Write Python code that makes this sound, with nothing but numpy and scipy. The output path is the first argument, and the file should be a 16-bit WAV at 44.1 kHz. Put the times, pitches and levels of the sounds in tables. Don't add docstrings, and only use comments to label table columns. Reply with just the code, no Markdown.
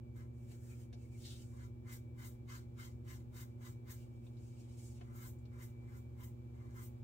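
import sys
import numpy as np
from scipy import signal
from scipy.fft import rfft, irfft, next_fast_len
from scipy.io import wavfile
from scipy.ndimage import uniform_filter1d

SR = 44100
rng = np.random.default_rng(int(sys.argv[2]) if len(sys.argv) > 2 else 0)


def inscribe(sig):
    pcm = np.round(np.clip(np.atleast_2d(sig).T, -1, 1) * 32767)
    wavfile.write(sys.argv[1], SR, pcm.astype(np.int16))


def voltage_ratio(level):
    return 10 ** (np.asarray(level, float) / 20)


N = 310023


def evened(x):
    return x / np.sqrt(np.mean(x ** 2) + 1e-30)


def read(points, hz):
    point_hz, value = np.transpose(points)
    return np.interp(np.log(hz + 1), np.log(point_hz + 1), value)


def peaks_db(modes, hz):
    return sum(db / (1 + ((hz - mode_hz) / (width_hz / 2)) ** 2) for mode_hz, width_hz, db in modes)


def colour(x, gain):
    size = next_fast_len(N + SR // 4)
    return irfft(rfft(x, size) * gain(np.fft.rfftfreq(size, 1 / SR)), size)[..., :N]


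def band(hz, lo_hz, hi_hz):
    return 1 / np.sqrt((1 + (lo_hz / (hz + 1)) ** 12) * (1 + (hz / hi_hz) ** 12))


def resonate(x, hz, width_hz):
    turn = np.exp(2j * np.pi * np.cumsum(hz * np.ones(N)) / SR)
    r = np.exp(-np.pi * width_hz / SR)
    return 2 * (turn * signal.lfilter([1 - r], [1, -r], x / turn)).real


def drift(rate_hz):
    return evened(colour(rng.standard_normal(N), lambda hz: 1 / (1 + (hz / rate_hz) ** 2)))


def snaps(per_s, spread_db):
    size = voltage_ratio(spread_db * np.minimum(rng.exponential(1, N), 4))
    size = size * rng.choice([-1., 1.], N)
    return size * (rng.random(N) < per_s / SR)


def shifting(x, depth_db, frames=8, bins=2):
    hz, _, z = signal.stft(x, SR, nperseg=512, noverlap=384)
    patches = uniform_filter1d(rng.standard_normal(z.shape), frames * 2, 1)
    patches = evened(uniform_filter1d(patches, bins, 0))
    gain_db = depth_db * patches / (1 + (hz[:, None] / 7000) ** 2)
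    return signal.istft(z * voltage_ratio(gain_db), nperseg=512, noverlap=384)[1][:N]


def contact(rows, lift_db_per_s, bend=1):
    land_db_per_s, round_s, hop = 562, 0.014, 64
    t = np.arange(0, N + hop, hop) / SR
    start_s, length_s, end_db, swell_db = np.transpose(rows)[:, :, None]
    shape_db = end_db + swell_db * (np.clip((t - start_s) / length_s, 0, 1) ** bend - 1)
    shape_db = shape_db - land_db_per_s * np.maximum(start_s - t, 0)
    shape_db = shape_db - lift_db_per_s * np.maximum(t - start_s - length_s, 0)
    level_db = uniform_filter1d(np.maximum(shape_db.max(0), -115), round(round_s * SR / hop))
    return np.interp(np.arange(N) / SR, t, level_db)


def razor():
    # full_contact_s, length_s, rasp_end_db, swell_db, fizz_over_rasp_db (cut hairs)
    strokes = [(0.173, 0.031, -87, -10, -7), (1.581, 0.072, -77.5, 8, -4), (1.878, 0.049, -63.5, 11, 3.5),
               (2.19, 0.071, -65, 9, 6), (2.5, 0.065, -67.5, 1, -5.5), (2.801, 0.046, -65.5, 1.5, -3.5),
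               (3.08, 0.071, -70, 0, -3.5), (3.363, 0.048, -67, 0, 1), (3.627, 0.044, -67, 4.5, 0),
               (3.889, 0.015, -61, 8.5, 5), (5.147, 0.13, -69.5, 5.5, 9), (5.592, 0.041, -67, 8.5, 5.5),
               (5.905, 0.067, -76, 8, 4.5), (6.198, 0.041, -71.5, 7.5, 8), (6.754, 0.078, -69, 10.5, 10)]
    # start_s, length_s, drag_db, swell_db
    slides = [
        (0.16, 0.053, -71, 7.5),
        (1.515, 0.1, -67, 16.5),
        (5.035, .14, -73.5, 4.5),
        (5.525, .075, -74, 1),
        (5.806, 0.088, -76, 12),
        (6.543, 0.24, -76, 3),
    ]
    # freq_hz, level_db_per_hz
    cut_spectrum = [(440, -83), (750, -14.5), (1170, -6.5), (1630, -12), (1900, -15), (2050, -3.5),
                    (2240, -12), (2580, -19), (2850, -10), (4810, -13), (7220, -4), (10700, -10),
                    (15700, 8.5)]
    # freq_hz, width_hz, boost_db
    head_modes = [(1043, 85, 4), (1629, 124, 7.5), (2057, 110, 4.5), (3100, 73, 1), (7490, 42, 3)]

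    cuts = snaps(per_s=7000, spread_db=2.5) * voltage_ratio(1.3 * drift(rate_hz=28))
    cuts = shifting(cuts, depth_db=3.4)
    cuts = colour(cuts, lambda hz: voltage_ratio(read(cut_spectrum, hz) + peaks_db(head_modes, hz)))

    rasps, rings, drags, fizzes = [], [], [], []
    for s, n, db, up, over in strokes:
        rasps.append((s, n, db, up))
        rings.append((s, 0.9 * n, db - 4.5 - 0.44 * over, 0.66 * up))
        drags.append((s - 0.004, 0.81 * n, -65.5 + 0.74 * (db + 67) - 0.12 * over, 0.35 * up))
        fizzes.append((s, n, db + over, 1.7 * up))
    light_rasps = [(s, n, db - 5.5, up) for s, n, db, up in slides]
    rasp_db = contact(rasps + light_rasps, lift_db_per_s=249)
    ring_db = contact(rings, lift_db_per_s=277)
    drag_db = contact(drags + list(slides), lift_db_per_s=289)
    fizz_db = contact(fizzes, lift_db_per_s=352, bend=2.6)

    press_db = np.maximum(rasp_db, -95) + 78
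    blade_hz, cheek_hz = 3730 + 26 * press_db, 1297 + 21 * press_db
    rasp = evened(colour(cuts, lambda hz: band(hz, 3440, 9500)))
    ring = colour(cuts, lambda hz: band(hz, 2140, 5740))
    ring = evened(ring + 0.5 * resonate(ring, blade_hz, width_hz=170))
    drag = colour(cuts, lambda hz: band(hz, 650, 2570))
    drag = evened(drag + 0.93 * resonate(drag, cheek_hz, width_hz=500))
    fizz = evened(colour(cuts, lambda hz: band(hz, 7200, 13800)))
    return voltage_ratio(rasp_db - 2.5) * rasp + voltage_ratio(ring_db) * ring + voltage_ratio(drag_db) * drag + voltage_ratio(fizz_db) * fizz


def rubbing():
    # time_s, hiss_db (pressure), hollow_over_hiss_db (cupping)
    rubs = [
        [(.33, -94.5, -11), (.42, -88.5, -4), (.52, -78.5, 1), (.6, -83, -9), (.71, -74, -3.5), (.77, -82, -2),
         (.83, -74.5, -2), (.89, -105, -5)],
        [(.96, -91, 3), (1.03, -80, -1.5), (1.1, -84.5, -8), (1.17, -73.5, -8), (1.255, -68, 6),
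         (1.34, -71.5, 2), (1.43, -75, -2), (1.48, -78, -11), (1.58, -80.5, -12)],
        [(3.96, -83, -1), (4.02, -78, 2), (4.09, -96, 2), (4.2, -97.5, 6), (4.26, -86.5, 3), (4.33, -93, -2)],
        [(4.33, -85.5, 1), (4.47, -81, -7), (4.54, -82.5, -2), (4.6, -78, -5), (4.68, -81, 0),
         (4.73, -74.5, -3), (4.85, -64.5, -19), (4.93, -71.5, -10), (5.05, -88.5, 9)],
    ]
    # air_over_hiss_db, flesh_over_hiss_db
    skins = [
        (2, -3.5),
        (-5, -12),
        (2, -20),
        (-12, -23),
    ]
    rows = np.array([tuple(row) + tuple(skin) for rub, skin in zip(rubs, skins) for row in rub])
    t = np.arange(N) / SR
    gate = sum((t > rub[0][0]) & (t < rub[-1][0]) for rub in rubs)
    levels_db = [np.interp(t, rows[:, 0], column) for column in rows.T[1:]]
    return levels_db, uniform_filter1d(np.minimum(gate, 1.), 600)


def hand():
    # freq_hz, level_db_per_hz
    palm_spectrum = [(590, -51), (1000, -25), (1840, -13), (2240, -5), (2510, -15.5), (2600, -8),
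                     (3510, -6), (3630, -10), (7690, 3), (11500, -6), (15700, 6)]
    slips = snaps(per_s=16000, spread_db=-11.5) * voltage_ratio(2.1 * drift(rate_hz=14))
    slips = shifting(slips, depth_db=3.2)
    slips = colour(slips, lambda hz: voltage_ratio(read(palm_spectrum, hz)))
    (hiss_db, cup_db, air_db, flesh_db), gate = rubbing()

    firm_db = uniform_filter1d(np.maximum(hiss_db + cup_db + 80, 0), 800)
    hiss_hz = 7150 - 69 * firm_db
    hollow_hz = np.minimum(2350 + 157 * firm_db, 3800)
    hiss = colour(slips, lambda hz: band(hz, 3400, 10400))
    hiss = evened(hiss + 0.31 * resonate(hiss, hiss_hz, width_hz=1700))
    hollow = colour(slips, lambda hz: band(hz, 2380, 4770))
    hollow = evened(hollow + 2.9 * resonate(hollow, hollow_hz, width_hz=490)) * voltage_ratio(cup_db)
    airy = evened(colour(slips, lambda hz: band(hz, 5900, 15000))) * voltage_ratio(air_db)
    flesh = evened(colour(slips, lambda hz: band(hz, 1200, 1580))) * voltage_ratio(flesh_db)
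    return gate * voltage_ratio(hiss_db - 1.5) * (hiss + hollow + airy + flesh)


def squeaks():
    # start_s, length_s, level_db, start_hz, end_hz
    whistles = [
        (0.688, 0.064, -67.5, 2490, 2350),
        (1.035, 0.038, -80, 2260, 2220),
        (1.102, 0.095, -75, 2480, 2110),
    ]
    width_hz = 120
    t, noise = np.arange(N) / SR, rng.standard_normal(N)
    start_s, length_s, level_db, from_hz, to_hz = np.transpose(whistles)
    ends_s = np.ravel([start_s, start_s + length_s], "F")
    hz = np.interp(t, ends_s, np.ravel([from_hz, to_hz], "F"))
    arches = sum(voltage_ratio(db) * np.sin(np.pi * np.clip((t - s) / n, 0, 1))
                 for s, n, db in zip(start_s, length_s, level_db))
    return arches * evened(resonate(resonate(noise, hz, width_hz), hz, width_hz))


def ticks():
    # time_s, peak_db, centre_hz, width_octaves, knock_under_peak_db
    bursts = [
        (0.515, -59, 5000, 1.6, -7),
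        (0.9279, -54, 2260, 2.4, -8),
        (0.931, -66.5, 4400, 1.1, -7),
        (0.9394, -62, 4330, 1, -16),
        (4.266, -59.5, 2800, 0.65, -6),
        (4.368, -68, 4000, 0.71, -14),
        (5.01, -55.5, 2090, 1.2, -1),
        (5.386, -67.5, 7860, 0.43, -16),
        (5.453, -64, 3500, 1.1, -11),
        (6.707, -67, 7500, .6, -18),
    ]
    tick_s, knock_hz, knock_s = 0.0041, 404, 0.0081
    out, t = np.zeros(N + 4000), np.arange(2000) / SR
    knock = sum(np.sin(2 * np.pi * knock_hz * ratio * t) * np.exp(-t * ratio / knock_s)
                for ratio in (1, 1.3, 1.7, 2.6))
    for s, db, hz, octaves, knock_db in bursts:
        half = 2 ** (octaves / 2)
        edges_hz = [hz / half, min(hz * half, 15000)]
        sos = signal.butter(2, edges_hz, "band", fs=SR, output="sos")
        burst = signal.sosfilt(sos, rng.standard_normal(2000)) * np.exp(-t / tick_s)
        burst = burst / abs(burst).max()
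        out[round(s * SR):][:2000] += voltage_ratio(db) * (burst + voltage_ratio(knock_db) * knock / 2)
    return out[:N]


def motor():
    # magnet_multiple, shaft_turns_added, left_db, right_db
    tones = [(0, 5, -61.1, -60.9), (1, -2, -73.7, -75.4), (1, -1, -60.4, -61.2), (1, 0, -52.2, -51.6),
             (1, 1, -67.2, -70.9), (2, -1, -72.4, -70.0), (2, 0, -63.9, -59.6), (2, 1, -76.4, -74.6),
             (3, -2, -85.2, -88.0), (3, -1, -70.8, -74.5), (3, 0, -71.5, -67.6), (3, 1, -83.1, -81.2),
             (4, -1, -82.9, -94.2), (4, 0, -90.5, -82.8), (4, 1, -87.1, -91.4), (5, -1, -84.6, -91.1),
             (5, 0, -90.9, -89.2), (6, 1, -91.5, -91.8)]
    magnet_hz, shaft_hz, shaft_start_rad = 119.967, 14.74, 3.6
    t, out = np.arange(N) / SR, np.zeros((2, N))
    shaft = 2 * np.pi * shaft_hz * t + shaft_start_rad + 0.53 * drift(rate_hz=1.0)
    gusts = voltage_ratio(2.2 * drift(rate_hz=1.5))
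    for k, m, *side_db in tones:
        phase = 2 * np.pi * k * magnet_hz * t + m * shaft
        phase -= np.pi / 2 * (k > 1 and m != 0)
        tone = voltage_ratio(side_db)[:, None] * np.cos(phase + np.array([[.15], [-.15]]))
        out += np.sqrt(2) * tone * (gusts if k == 0 else 1)
    return out


def excess_db(near, window_s, from_db):
    power = abs(uniform_filter1d(near ** 2, round(window_s * SR)))
    return np.maximum(10 * np.log10(power + 1e-14) - from_db, 0)


def fan_air(near):
    # freq_hz, level_db_per_hz
    rumble_spectrum = [(15, -93.5), (32, -95.5), (58, -80), (110, -79.5), (150, -85.5), (185, -99),
                       (225, -86.5), (280, -99), (318, -94.5), (375, -91), (425, -100.5), (500, -99),
                       (620, -104), (680, -110)]
    # freq_hz, level_db_per_hz
    hiss_spectrum = [(680, -110), (840, -110), (1200, -115), (1900, -122), (2400, -119), (3000, -123),
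                     (5500, -130), (7800, -126), (8500, -132), (11000, -132), (13000, -129), (15700, -129)]
    # freq_hz, width_hz, boost_db
    duct_modes = [(197.5, 2.1, 10), (318.2, 10, 11.5), (478, 8, 4), (526, 2.9, 4.5), (665, 9.2, -15.5),
                  (836, 26, 9)]
    # time_s, level_db
    whine_levels = [(0, -84.5), (.35, -86.5), (.9, -85.5), (1.5, -87.5), (2.07, -82), (2.4, -87),
                    (3.55, -88), (3.75, -81), (4.3, -87.5), (5.45, -83.5), (5.87, -81), (6.1, -84),
                    (6.4, -88), (6.55, -84), (7.03, -89)]
    split_hz, whine_hz, whine_width_hz = 680, 2317, 9
    t = np.arange(N) / SR
    noise = rng.standard_normal((2, 2, N)) * np.sqrt(SR / 2)
    rumble = colour(noise[0], lambda hz: voltage_ratio(read(rumble_spectrum, hz) + peaks_db(duct_modes, hz)) * (hz < split_hz))
    hiss = colour(noise[1], lambda hz: voltage_ratio(read(hiss_spectrum, hz) + peaks_db(duct_modes, hz)) * (hz >= split_hz))
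    open_db = 0.033 * excess_db(near, 0.094, -85) + 0.52 * t - 2.5

    turns = np.cumsum(whine_hz + whine_width_hz * drift(rate_hz=14)) / SR
    whine = np.sqrt(2) * np.cos(2 * np.pi * turns + np.array([[0], [1.2]]))
    whine = whine * voltage_ratio(2.6 * drift(rate_hz=11))
    whine_db = np.interp(t, *np.transpose(whine_levels))
    whine_db = whine_db - 0.096 * excess_db(near, 0.053, -90)
    return rumble + hiss * voltage_ratio(open_db) + whine * voltage_ratio(whine_db)


def bathroom(x, wet_db):
    # freq_hz, t60_s
    decay = [(500, 0.21), (2000, 0.072), (6000, 0.08), (14000, 0.12)]
    taps = np.zeros((2, SR // 2))
    at = np.arange(60, SR // 2 - 20, 20)
    at = at + rng.integers(0, 20, (2, len(at)))
    np.put_along_axis(taps, at, rng.choice([-1., 1.], at.shape), 1)
    hz, t, z = signal.stft(taps, SR, nperseg=256)
    tail = signal.istft(z * voltage_ratio(-60 * t / read(decay, hz)[:, None]), SR, nperseg=256)[1]
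    tail = voltage_ratio(wet_db) * tail / np.linalg.norm(tail[0])
    tail[0, 0], tail[1, 25] = 1, .25
    tail = tail / np.linalg.norm(tail, axis=1, keepdims=True)
    return signal.fftconvolve(x[None], tail, axes=1)[:, :N]


def scene():
    # freq_hz, side_over_mid_db
    width = [(60, -17), (110, -8.5), (200, -1.5), (380, -4), (700, 8), (1290, 4), (2380, -0.5), (4400, 3.5),
             (7400, -0.5), (7800, -13.5), (15000, -11)]
    near = razor() + hand()
    mid, side = bathroom(near + ticks() + squeaks(), wet_db=2.0) + fan_air(near)
    side = colour(side, lambda hz: voltage_ratio(read(width, hz))) + 0.088 * mid
    return np.array([mid + side, mid - side]) + motor()


def band_limit(x):
    return signal.sosfilt(signal.butter(12, 16300, fs=SR, output="sos"), x)


def record(dry):
    mix = colour(dry, lambda hz: hz < 15760)
    return band_limit(mix)


dry = scene()
out = record(dry)
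inscribe(out)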